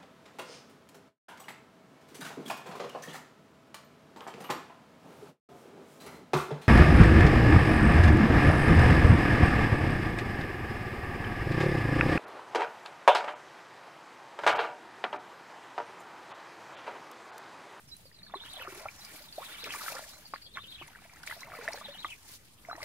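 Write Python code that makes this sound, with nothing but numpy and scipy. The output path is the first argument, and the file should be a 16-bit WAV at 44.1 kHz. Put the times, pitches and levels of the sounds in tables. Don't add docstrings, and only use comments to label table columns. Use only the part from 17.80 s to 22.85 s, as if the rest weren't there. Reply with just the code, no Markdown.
import sys
import numpy as np
from scipy import signal
from scipy.io import wavfile
from scipy.ndimage import uniform_filter1d

SR = 44100
rng = np.random.default_rng(int(sys.argv[2]) if len(sys.argv) > 2 else 0)


def wrap_up_sound(samples):
    columns = np.atleast_2d(samples).T
    tamed = np.clip(columns, -1, 1)
    steps = np.round(tamed * 32767).astype(np.int16)
    wavfile.write(sys.argv[1], SR, steps)


def volts(x):
    e = np.asarray(x, float) / 20
    return 10 ** e


N = 222660

# full force from t/s, hold/s, gurgle level/dB, time to swell by 10 dB/s, usual bubble f/Hz
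PUSHES = [(.539, 0.026, -60, 0.12, 1215), (.654, 0.011, -54, 0.06, 1514), (.838, 0.2, -50, 0.14, 1315),
          (1.33, 0.018, -54.5, 0.22, 1467), (1.601, 0.14, -54, -0.08, 1135),
          (1.74, 0.022, -52.5, -0.04, 1610), (1.866, 0.12, -46, 0.1, 1783), (2.02, 0.16, -45.5, 0.12, 1320),
          (2.33, 0.13, -61, -0.7, 1370), (2.554, 0.0013, -50, -0.07, 1260), (2.76, 0.026, -49, -0.28, 1460),
          (3.013, 0.16, -59, 0.1, 1747), (3.2, 0.42, -60, -0.5, 1542), (3.497, 0.00083, -45, -0.0238, 1830),
          (3.65, 0.13, -53, 0.09, 1320), (3.83, 0.12, -47, 0.13, 1164), (4.1, 0.012, -57.5, 0.26, 1670),
          (4.2, 0.074, -59.5, 0.1, 1787), (4.51, .001, -58, 0.1, 1535), (4.909, 0.068, -53.5, 0.06, 1110),
          (5.03, .05, -51, 0.1, 1153)]
PUSH_EBB = 0.85


def water():
    # t/s, delay/samples
    water_lag = [
        (0, 3.3),
        (3.0, 3.2),
        (3.9, 0.067),
        (4.2, 3.3),
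        (5.05, 4.7),
    ]
    near = pockets_of_air() + gurgle(spread_octaves=1.593, size_db=6.0, cycles=36.0)
    near = near + wash(226, 810, wash_db=-16.0) + wash(1790, 2500, wash_db=-10.0)
    near = near + wash(3500, 6200, wash_db=-16.5)
    lag, = in_time(water_lag)
    late = np.interp(np.arange(N) - lag, np.arange(N), near)
    return np.array([late, near]) + volts(-14) * scatter(near, t60=0.08, cut_hz=10000)


def pockets_of_air():
    # t/s,
    # peak level/dB, f/Hz, ring cycles to -60 dB
    slaps = [(.8226, -26, 1115, 8), (1.8693, -30, 615, 9.5), (2.0841, -11.5, 1930, 4.5),
             (2.1214, -23.5, 704, 7.5), (2.1676, -28, 1700, 21), (2.1925, -19.5, 760, 4.5),
             (2.5372, -11.5, 1080, 5.5), (2.5415, -28, 2130, 11), (2.5603, -23.5, 1740, 8),
             (2.7711, -20, 1390, 11), (2.7715, -25.5, 2084, 19), (2.7822, -23.5, 1600, 9),
             (2.7892, -34, 1150, 22), (2.7745, -33, 1200, 14), (2.7772, -34, 1180, 13),
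             (2.7945, -39, 1200, 14), (2.838, -39, 415, 3.5), (3.9331, -21.5, 5500, 20),
             (3.9361, -28, 5230, 17), (1.9065, -25, 2510, 21), (.952, -40, 2450, 25), (.996, -40, 2300, 20),
             (1.015, -41, 2330, 20), (.922, -42, 2600, 25), (.98, -43, 2520, 20), (3.295, -44, 2250, 25),
             (3.10, -46, 3100, 25), (2.838, -44, 1500, 6), (3.0136, -28, 738, 4.5), (3.5104, -25, 1300, 12),
             (3.7192, -29.5, 1290, 11), (3.8782, -13.5, 1765, 16.5), (3.8839, -25.5, 653, 26),
             (3.9067, -31.5, 860, 15), (3.9451, -28, 774, 12), (4.246, -26.5, 1980, 31.5),
             (4.9293, -28, 794, 18), (4.9298, -26.5, 1570, 10.5), (5.0294, -26.5, 2030, 22),
             (4.9121, -27, 1110, 4), (2.1515, -32, 894, 2), (3.8795, -35, 2440, 16)]
    # t/s, peak level/dB, start f/Hz, ring cycles to -60 dB
    shooting = [(.5381, -25, 682, 18), (.5385, -35.5, 1600, 35), (.551, -49, 1010, 54.5),
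                (.8736, -28, 1135, 27), (1.0548, -35, 544, 33.5), (1.5796, -28.5, 491, 15),
                (1.5833, -27.5, 634, 31), (1.6188, -34.5, 984, 38), (1.6281, -31, 1023, 16.5),
                (1.8433, -29, 2255, 41), (1.8747, -33.5, 1166, 33), (1.9061, -22, 1930, 8),
                (1.9376, -27, 1630, 24), (1.9466, -33.5, 915, 56), (2.0091, -33.5, 1190, 48),
                (2.5387, -32.5, 966, 48), (3.0205, -36, 1020, 29), (3.1503, -41, 1690, 42),
                (3.4751, -21, 1920, 16), (3.8856, -25.5, 1730, 29), (4.2524, -20.5, 920, 8.5),
                (4.9785, -40.5, 624, 48)]
    # t/s, peak level/dB, start f/Hz
    drifting = [(.5416, -28, 1037), (.7957, -37, 1810), (1.0585, -32, 1260), (1.0855, -29, 2254),
                (1.857, -36.5, 2107), (1.939, -35.5, 1170), (2.0621, -32.5, 1450), (2.1473, -37, 770),
                (3.4983, -31.5, 1820), (3.6317, -32, 1980), (3.7367, -34, 1203), (3.7873, -38, 455),
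                (3.8118, -36.5, 1410), (4.0122, -36, 1120), (4.898, -33, 1417), (4.9121, -28.5, 1210),
                (1.717, -41.5, 1830), (1.747, -37.5, 2140), (1.995, -41, 1490), (2.206, -42, 1620),
                (2.225, -45.5, 1730)]
    # t/s, peak level/dB, f/Hz
    held = [(.7991, -43, 515), (.8134, -35.5, 1420), (.8537, -41, 1270), (.8663, -37.5, 1220),
            (1.0543, -31, 786), (1.9525, -32, 1132), (1.9605, -32.5, 2300), (2.0805, -25, 1295),
            (2.1512, -36, 523), (2.1824, -35, 1360), (3.5121, -28.5, 1987), (4.0847, -37, 556),
            (4.2456, -23, 1188), (4.8862, -32.5, 684), (4.8972, -45, 664), (4.9532, -39, 1856),
            (5.0175, -33, 2090), (5.0257, -38.5, 595), (2.7705, -34, 1077), (3.822, -44.5, 429),
            (2.1007, -43, 546), (1.012, -49, 585), (1.005, -46, 1002), (1.855, -44, 414)]
    # t/s, peak level/dB, start f/Hz
    drips = [(.254, -48.5, 515), (.315, -46.5, 1800), (.466, -45, 1590), (.498, -44, 1200),
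             (.66, -41, 1330), (.741, -42.5, 740), (.768, -40.5, 710), (1.0553, -34.5, 1085),
             (1.193, -47, 800), (1.473, -49, 886), (1.693, -40, 1390), (1.784, -38.5, 2220),
             (2.0169, -30.5, 1210), (2.297, -51, 1070), (3.078, -39.5, 1975), (3.1575, -35, 1510),
             (3.219, -46.5, 744), (3.252, -45.5, 658), (3.297, -41, 2180), (3.333, -47, 980),
             (3.4353, -33.5, 1440), (3.5244, -27.5, 1590), (3.565, -41, 670), (4.148, -45.5, 728),
             (4.173, -44, 1650), (4.323, -52, 2450), (4.85, -36.5, 2040), (5.0042, -35, 1120),
             (.395, -57, 1750), (.42, -50, 1800), (.612, -47, 870), (.637, -39, 1510), (.776, -42, 605),
             (.922, -43, 1300), (.956, -46, 1830), (.974, -39.5, 380), (.996, -47, 575),
             (1.268, -39.5, 2240), (1.359, -41, 2160), (3.085, -46, 900), (3.104, -50, 730),
             (3.133, -46, 1390), (3.187, -45, 1220), (3.19, -46, 2230), (3.358, -46, 1280),
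             (3.37, -42.5, 1790), (3.575, -45, 630), (3.62, -38.5, 1010), (3.751, -34.5, 2130),
             (3.751, -34, 1390), (3.78, -38.5, 1890), (3.929, -31.5, 2140), (3.975, -34.5, 1650),
             (3.985, -40, 1750), (4.038, -44, 2210), (4.056, -40.5, 810), (4.065, -40, 1823),
             (4.082, -39.5, 1624), (2.128, -31, 2450)]
    # t/s, peak level/dB, start f/Hz
    gulps = [(.5554, -35.5, 373), (.8783, -36, 368), (.923, -40, 346), (.957, -43.5, 365),
             (1.017, -47, 520), (1.605, -42, 497), (1.835, -39, 470), (2.534, -39, 516), (3.013, -45, 339),
             (3.5244, -35.5, 903), (3.94, -38, 528), (3.973, -41, 510), (4.243, -47, 322),
             (4.945, -44.5, 315.2), (5.023, -44, 570), (2.224, -41.5, 586), (2.263, -47, 626),
             (3.666, -46, 596), (3.685, -44, 685), (3.731, -37, 660), (3.769, -43, 695), (3.645, -47, 664),
             (3.696, -41, 750), (3.709, -45, 690), (3.867, -39, 600), (3.744, -42, 694), (3.787, -37, 1020),
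             (3.839, -45, 1158), (3.719, -36, 2050), (.909, -49, 780), (.928, -46, 886), (1.962, -45, 600),
             (4.011, -42, 630)]
    pockets = kind(slaps, .077) + kind(shooting, 1.136)
    pockets += kind(drifting, 48.6, .4) + kind(held, 48.6, .097)
    pockets += kind(drips, 27, .23) + kind(gulps, 23.7, .23)
    return bubbles(pockets, length_s=.07)


def kind(rows, *shared):
    return [(*row, *shared) for row in rows]


def bubbles(rows, length_s):
    s, db, hz, cycles, rise = np.transpose(rows)[:, :, None]
    t = np.arange(int(length_s * SR)) / SR
    life = np.maximum(cycles, 4) / hz
    swell = 1 - np.exp(-1.5 * hz * t)
    tone = np.sin(2 * np.pi * hz * (t + rise * t * t / life / 2))
    return place(s[:, 0], swell * volts(db - 60 * t / life) * tone)


def gurgle(spread_octaves, size_db, cycles):
    level_db, centre_hz = efforts(PUSHES, PUSH_EBB)
    when, pitch, other, size, life, rise = rng.random((5500, 6)).T
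    octaves = spread_octaves * (pitch + other - .95)
    hz = centre_hz[(when * N).astype(int)] * 2 ** octaves
    hz = np.where(hz > 2700, hz / 2, np.maximum(hz, 300))
    db = -size_db * np.log(size + .06)
    rings = bubbles(np.c_[when * N / SR, db, hz, cycles * (.3 + life), .7 * rise], length_s=.03)
    return volts(level_db - 3.5) * rms_one(rings)


def wash(low_hz, high_hz, wash_db):
    push_db, _ = efforts(PUSHES, PUSH_EBB)
    level_db = push_db + wash_db + 4.1 * drift(26)
    band = signal.butter(2, [low_hz, high_hz], "band", fs=SR, output="sos")
    return volts(level_db) * rms_one(signal.sosfilt(band, rng.standard_normal(N)))


def brush(grain_db, grains_per_s):
    # full force from t/s, hold/s, rustle level/dB, time to swell by 10 dB/s,
    # extra level below 4 kHz/dB
    strokes = [(0, 0.018, -64, 0.45, 5), (.177, .001, -62.5, 0.08, -4), (.5, .13, -76.5, -2, 8),
               (.67, 0.15, -61.5, 0.06, 8.5), (.955, .001, -54.5, 0.08, 3), (1.05, 0.34, -63, 0.32, -1),
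               (1.33, 0.024, -55, 0.23, 2), (1.738, 0.0012, -52, 0.2, 7), (1.845, 0.02, -52, 0.02, 5),
               (1.93, 0.19, -48, 0.025, -12), (2.16, 0.012, -51, 0.1959, -17), (2.42, 0.19, -63, 0.1, 10),
               (2.85, 0.29, -64.5, 0.14, 8.5), (3.08, 0.0014, -51.5, -0.06, 1),
               (3.344, 0.0011, -65.5, 0.45, 3.5), (3.434, 0.0024, -52.5, -0.03, 9.5),
               (3.47, .012, -53, 0.012, 5), (3.514, .001, -50.5, 0.04, 8), (3.6, .03, -58, .04, 3),
               (3.93, .03, -57, .04, 3), (3.748, 0.24, -58.5, 0.05, 4), (4.04, 0.059, -63.5, -0.67, 16),
               (4.282, .001, -57, -0.23, 7), (4.37, 0.016, -60.5, 0.5, -4), (4.482, 0.071, -54, 0.02, -6),
               (4.82, 0.27, -70.5, -0.3, 2), (5.049, 0.00086, -52, 0.04, 8)]
    # f/Hz, level per Hz/dB
    leaf_colour = [(500, -15), (1200, -7), (2500, -5), (4700, -1), (7000, -5.5), (10000, -7), (13000, -7),
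                   (15800, -7.5)]
    level_db, body_db = efforts(strokes, ebb=1)
    hits = rng.random(N) < grains_per_s / SR
    grains = hits * volts(grain_db * np.minimum(rng.exponential(1, N), 3))
    roughness = 1 + 0.35 * signal.lfilter([1], [1, -.97], grains)
    rustle = banded(rng.standard_normal((2, 2, N)) * roughness, leaf_colour, patchy_db=2.0)
    body = signal.sosfilt(signal.butter(2, 4000, fs=SR, output="sos"), rustle)
    return volts(level_db + 3.0 + 2.0 * drift(31)) * (rustle + (volts(body_db) - 1) * body)


def ticks(crack_db):
    # t/s, peak level/dB, f/Hz
    snaps = [(.6619, -43.5, 8750), (0.7344, -34, 8400), (.8225, -36, 13200), (0.9475, -35.5, 10700),
             (0.9968, -41, 5120), (1.8408, -31.5, 5130), (1.923, -32, 5650), (1.9589, -34.5, 9900),
             (2.1214, -47, 9750), (3.073, -46, 9700), (3.336, -43, 5400), (3.4321, -46, 9600),
             (3.465, -37, 8600), (3.502, -36.5, 9450), (3.789, -44.5, 9700), (3.8845, -42, 5300),
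             (3.933, -37, 9050), (4.148, -48.5, 11100), (4.4726, -58, 8900), (5.014, -49, 9550),
             (5.0255, -46, 13800), (.1665, -40, 9800), (.6424, -61, 8630), (.6913, -43, 8100),
             (.7193, -51, 7700), (.7587, -45, 8600), (.883, -44, 5300), (1.044, -51, 10200),
             (1.1503, -56.5, 5600), (1.249, -34, 5060), (2.1211, -37, 5110), (2.152, -32, 4960),
             (2.7701, -49.5, 5840), (3.4321, -41.5, 5170), (3.5523, -44, 5370), (3.6062, -39.5, 5700),
             (3.6287, -50, 5270), (3.7404, -55, 5100), (4.246, -48, 5460), (4.4792, -45.5, 9300),
             (4.9631, -42.5, 5700), (5.0295, -30.5, 4800), (.9545, -51, 6000), (1.002, -40.5, 9500),
             (3.329, -57, 7000), (3.361, -49, 7450), (3.471, -36, 5800), (3.513, -45, 10300),
             (3.519, -45, 10000), (3.554, -40, 14400), (3.669, -47, 14300), (3.817, -51, 11600),
             (3.917, -46, 9400), (1.361, -41, 3200), (1.938, -43, 5450), (3.884, -41, 9560)]
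    ring_s, attack_s = 0.017, 0.00062
    s, db, hz = np.transpose(snaps)[:, :, None]
    t = np.arange(1500) / SR
    flutter, crack = rng.standard_normal((2, 2, len(snaps), len(t)))
    ring = np.sin(2 * np.pi * hz * t) * rms_one(uniform_filter1d(flutter, size=24))
    fade = volts(db - 2.7 * (hz > 8000) - 60 * t / ring_s) * np.minimum(t / attack_s, 1)
    puffs = fade * (ring + volts(crack_db) * np.gradient(crack, axis=-1))
    return np.array([place(s[:, 0], side) for side in puffs])


def bird(change, buzz_hz, echo_db):
    # t from its start/s, length/s, start f/Hz, end f/Hz, level/dB
    song_notes = [(.002, 0.04, 5700, 4950, -12), (0.040, 0.03, 3960, 4100, -6),
                  (0.178, 0.034, 5040, 4100, -9.5), (0.253, 0.0081, 4850, 4670, -9),
                  (0.273, 0.0066, 4930, 4120, -6.5), (0.29, 0.015, 4100, 4060, -10.5),
                  (0.316, 0.012, 4150, 3380, -6.5), (0.359, 0.0063, 4270, 4720, 2),
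                  (0.392, 0.012, 4660, 3460, -1.5), (0.405, 0.013, 4030, 3280, -7),
                  (0.446, 0.02, 3280, 3750, -10), (0.478, 0.03, 4150, 3100, -3),
                  (0.521, 0.047, 2585, 3730, -5.5), (0.558, 0.016, 4260, 3400, -9),
                  (0.573, 0.014, 2644, 3300, -6), (0.582, 0.015, 3400, 2700, -3),
                  (0.607, 0.043, 2445, 3900, -4), (0.64, 0.016, 4440, 4330, -9.5),
                  (0.654, 0.02, 4210, 2880, 0.5), (0.683, 0.023, 4120, 2920, 0.5),
                  (0.72, 0.027, 2200, 3300, -4), (0.739, 0.034, 3324, 2062, -0.5)]
    # t/s, level/dB, extra level of the opening notes/dB, left over right/dB
    sings = [
        (.071, -44.5, -2.5, -2.1),
        (1.1662, -44.5, -1.5, -.6),
        (2.259, -45.5, -10, 1.8),
        (3.563, -44, -3, 1.4),
        (4.872, -43, -3, .1),
    ]
    # t/s, length/s, start f/Hz, end f/Hz, level/dB
    chips = [(2.45, 0.024, 4870, 4480, -50.5), (2.515, .016, 4740, 4870, -55.5),
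             (2.535, .02, 4890, 4400, -51), (2.615, 0.022, 4500, 4530, -49),
             (2.636, 0.033, 4800, 4330, -52.5), (2.657, 0.027, 3150, 3600, -55),
             (0.114, 0.03, 4020, 4083, -44), (1.245, 0.012, 5040, 4900, -47),
             (2.272, 0.04, 5500, 4850, -56), (2.318, 0.05, 3930, 4090, -55),
             (1.555, 0.023, 4130, 3650, -58), (1.61, .02, 3620, 3820, -55), (1.655, 0.015, 3720, 2900, -49)]
    # delay t/s, level/dB
    trunk_echoes = [
        (.017, -13),
        (.029, -15),
    ]
    opening_s = .43
    notes = list(chips)
    for start, song_db, opening_db, _ in sings:
        for at, length, hz0, hz2, db in song_notes:
            extra_db = opening_db if at < opening_s else 0
            notes.append((start + at, length, hz0, hz2, song_db + db + extra_db))

    song = np.zeros(N + SR)
    buzz = buzz_hz * rms_one(uniform_filter1d(rng.standard_normal(N + SR), size=60))
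    flutter_db = 3.05 * rms_one(uniform_filter1d(rng.standard_normal(N + SR), size=150))
    for (at, length, hz0, hz2, db), luck in zip(notes, rng.standard_normal((len(notes), 2))):
        if hz2 < hz0:
            ease = 0.9
        elif length > .038:
            ease = 4.2
        else:
            ease = 1.4
        share = np.arange(int(length * SR)) / (length * SR)
        i = int(at * SR)
        here = slice(i, i + len(share))
        bend = hz2 + (hz0 - hz2) * (1 - share) ** ease
        rough = 1 if hz0 + hz2 > 8700 else .55 * min(abs(hz2 - hz0) / 600, 1)
        hz = bend * (1 + change * luck[0]) + rough * buzz[here]
        tone = np.sin(2 * np.pi * np.cumsum(hz) / SR)
        level_db = db + 1.15 * luck[1] + min(2 * rough, 1) * flutter_db[here]
        song[here] += volts(level_db) * np.sin(np.pi * share ** 0.87) ** 0.55 * tone

    song = song[:N]
    pan_db, = in_time([(row[0] + .5, row[3]) for row in sings])
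    direct = np.array([song, np.roll(song, -4)])
    trunks = np.array([volts(db) * np.roll(song, int(late * SR)) for late, db in trunk_echoes])
    leaves = volts(echo_db) * scatter(song, t60=0.1, cut_hz=9500)
    heard = volts(0.5) * direct + trunks + .5 * trunks[::-1] + leaves
    return volts(np.outer([.5, -.5], pan_db)) * heard


def open_air():
    # f/Hz, level per Hz/dB
    air_colour = [(22, -38), (36, 3), (70, 0.5), (165, -1.5), (420, -12.5), (1000, -16.5), (2000, -18),
                  (2800, -19), (4100, -20.5), (6600, -28), (9500, -23), (12600, -26.5), (15700, -34)]
    return volts(-60.5) * banded(rng.standard_normal((2, 2, N)), air_colour, patchy_db=3.5)


def efforts(rows, ebb):
    s, hold, db, swell, colour = np.transpose(rows)[:, :, None]
    t = np.arange(0, N + 64, 64) / SR
    swell = np.maximum(swell, .005)
    away = np.maximum(np.maximum(s - t, (t - s - hold) / ebb), 0)
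    power = volts(2 * db - 20 * away / swell) + 1e-12
    total = power.sum(axis=0)
    return in_time(np.c_[t, 10 * np.log10(total), (power * colour).sum(axis=0) / total])


def banded(source, spectrum, patchy_db):
    # f/Hz, likeness from -1 to 1
    likeness = [(30, .93), (80, .82), (300, 0.73), (800, 0.48), (1500, -0.1), (3000, -0.05), (5000, 0),
                (15000, -0.03)]
    out = 0
    edges = 28 * 2 ** np.arange(0, 9.6, .5)
    for k, (low, high) in enumerate(zip(edges, edges[1:])):
        band = signal.butter(2, [low, high], "band", fs=SR, output="sos")
        mid, side = signal.sosfilt(band, source[k % 2])
        hz = np.sqrt(low * high)
        alike = np.clip(at_hz(likeness, hz), -.99, .99)
        gain = volts(at_hz(spectrum, hz) + patchy_db * drift(16.0))
        out = out + gain * (np.sqrt(1 + alike) * mid + np.sqrt(1 - alike) * side * [[1], [-1]])
    return rms_one(out)


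def scatter(x, t60, cut_hz):
    t = np.arange(int(.25 * SR)) / SR
    tail = rng.standard_normal((2, len(t))) * volts(-60 * t / t60) * (t > .002)
    tail = signal.sosfilt(signal.butter(1, cut_hz, fs=SR, output="sos"), tail)
    return signal.fftconvolve(x[None], tail / np.linalg.norm(tail[0]), axes=1)[:, :N]


def place(seconds, sounds):
    at = (np.asarray(seconds) * SR).astype(int)[:, None] + np.arange(sounds.shape[1])
    return np.bincount(at.ravel(), sounds.ravel(), N + SR)[:N]


def drift(rate):
    r = np.exp(-80 * np.pi * rate / SR)
    slow = signal.lfilter([1], [1, -2 * r, r * r], rng.standard_normal(N // 40 + 2002))[2000:]
    return np.interp(np.arange(N) / 40, np.arange(len(slow)), rms_one(slow))


def in_time(rows):
    s, *columns = np.transpose(rows)
    return [np.interp(np.arange(N) / SR, s, c) for c in columns]


def at_hz(points, hz):
    point_hz, value = np.array(points).T
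    return np.interp(np.log(hz), np.log(point_hz), value)


def rms_one(x):
    return x / np.sqrt(np.mean(x ** 2) + 1e-20)


def scene():
    leaves = brush(grain_db=0.0, grains_per_s=220.0) + ticks(crack_db=-12)
    song = bird(change=0.0114, buzz_hz=179.0, echo_db=-4.0)
    return water() + leaves + song + open_air()


def band_limit(x):
    return signal.sosfilt(signal.butter(12, 15830, fs=SR, output="sos"), x)


def record(dry):
    port_hz, port_width_hz, port_lift = 9700, 1840, 0.48
    heard = signal.sosfilt(signal.butter(3, 38, "high", fs=SR, output="sos"), dry) - .0005
    port = signal.iirpeak(port_hz, port_hz / port_width_hz, fs=SR)
    heard = heard + port_lift * signal.lfilter(*port, heard)
    heard = signal.sosfilt(signal.cheby2(24, 60, 16000, fs=SR, output="sos"), heard)
    return band_limit(heard)


dry = scene()
out = record(dry)
wrap_up_sound(out)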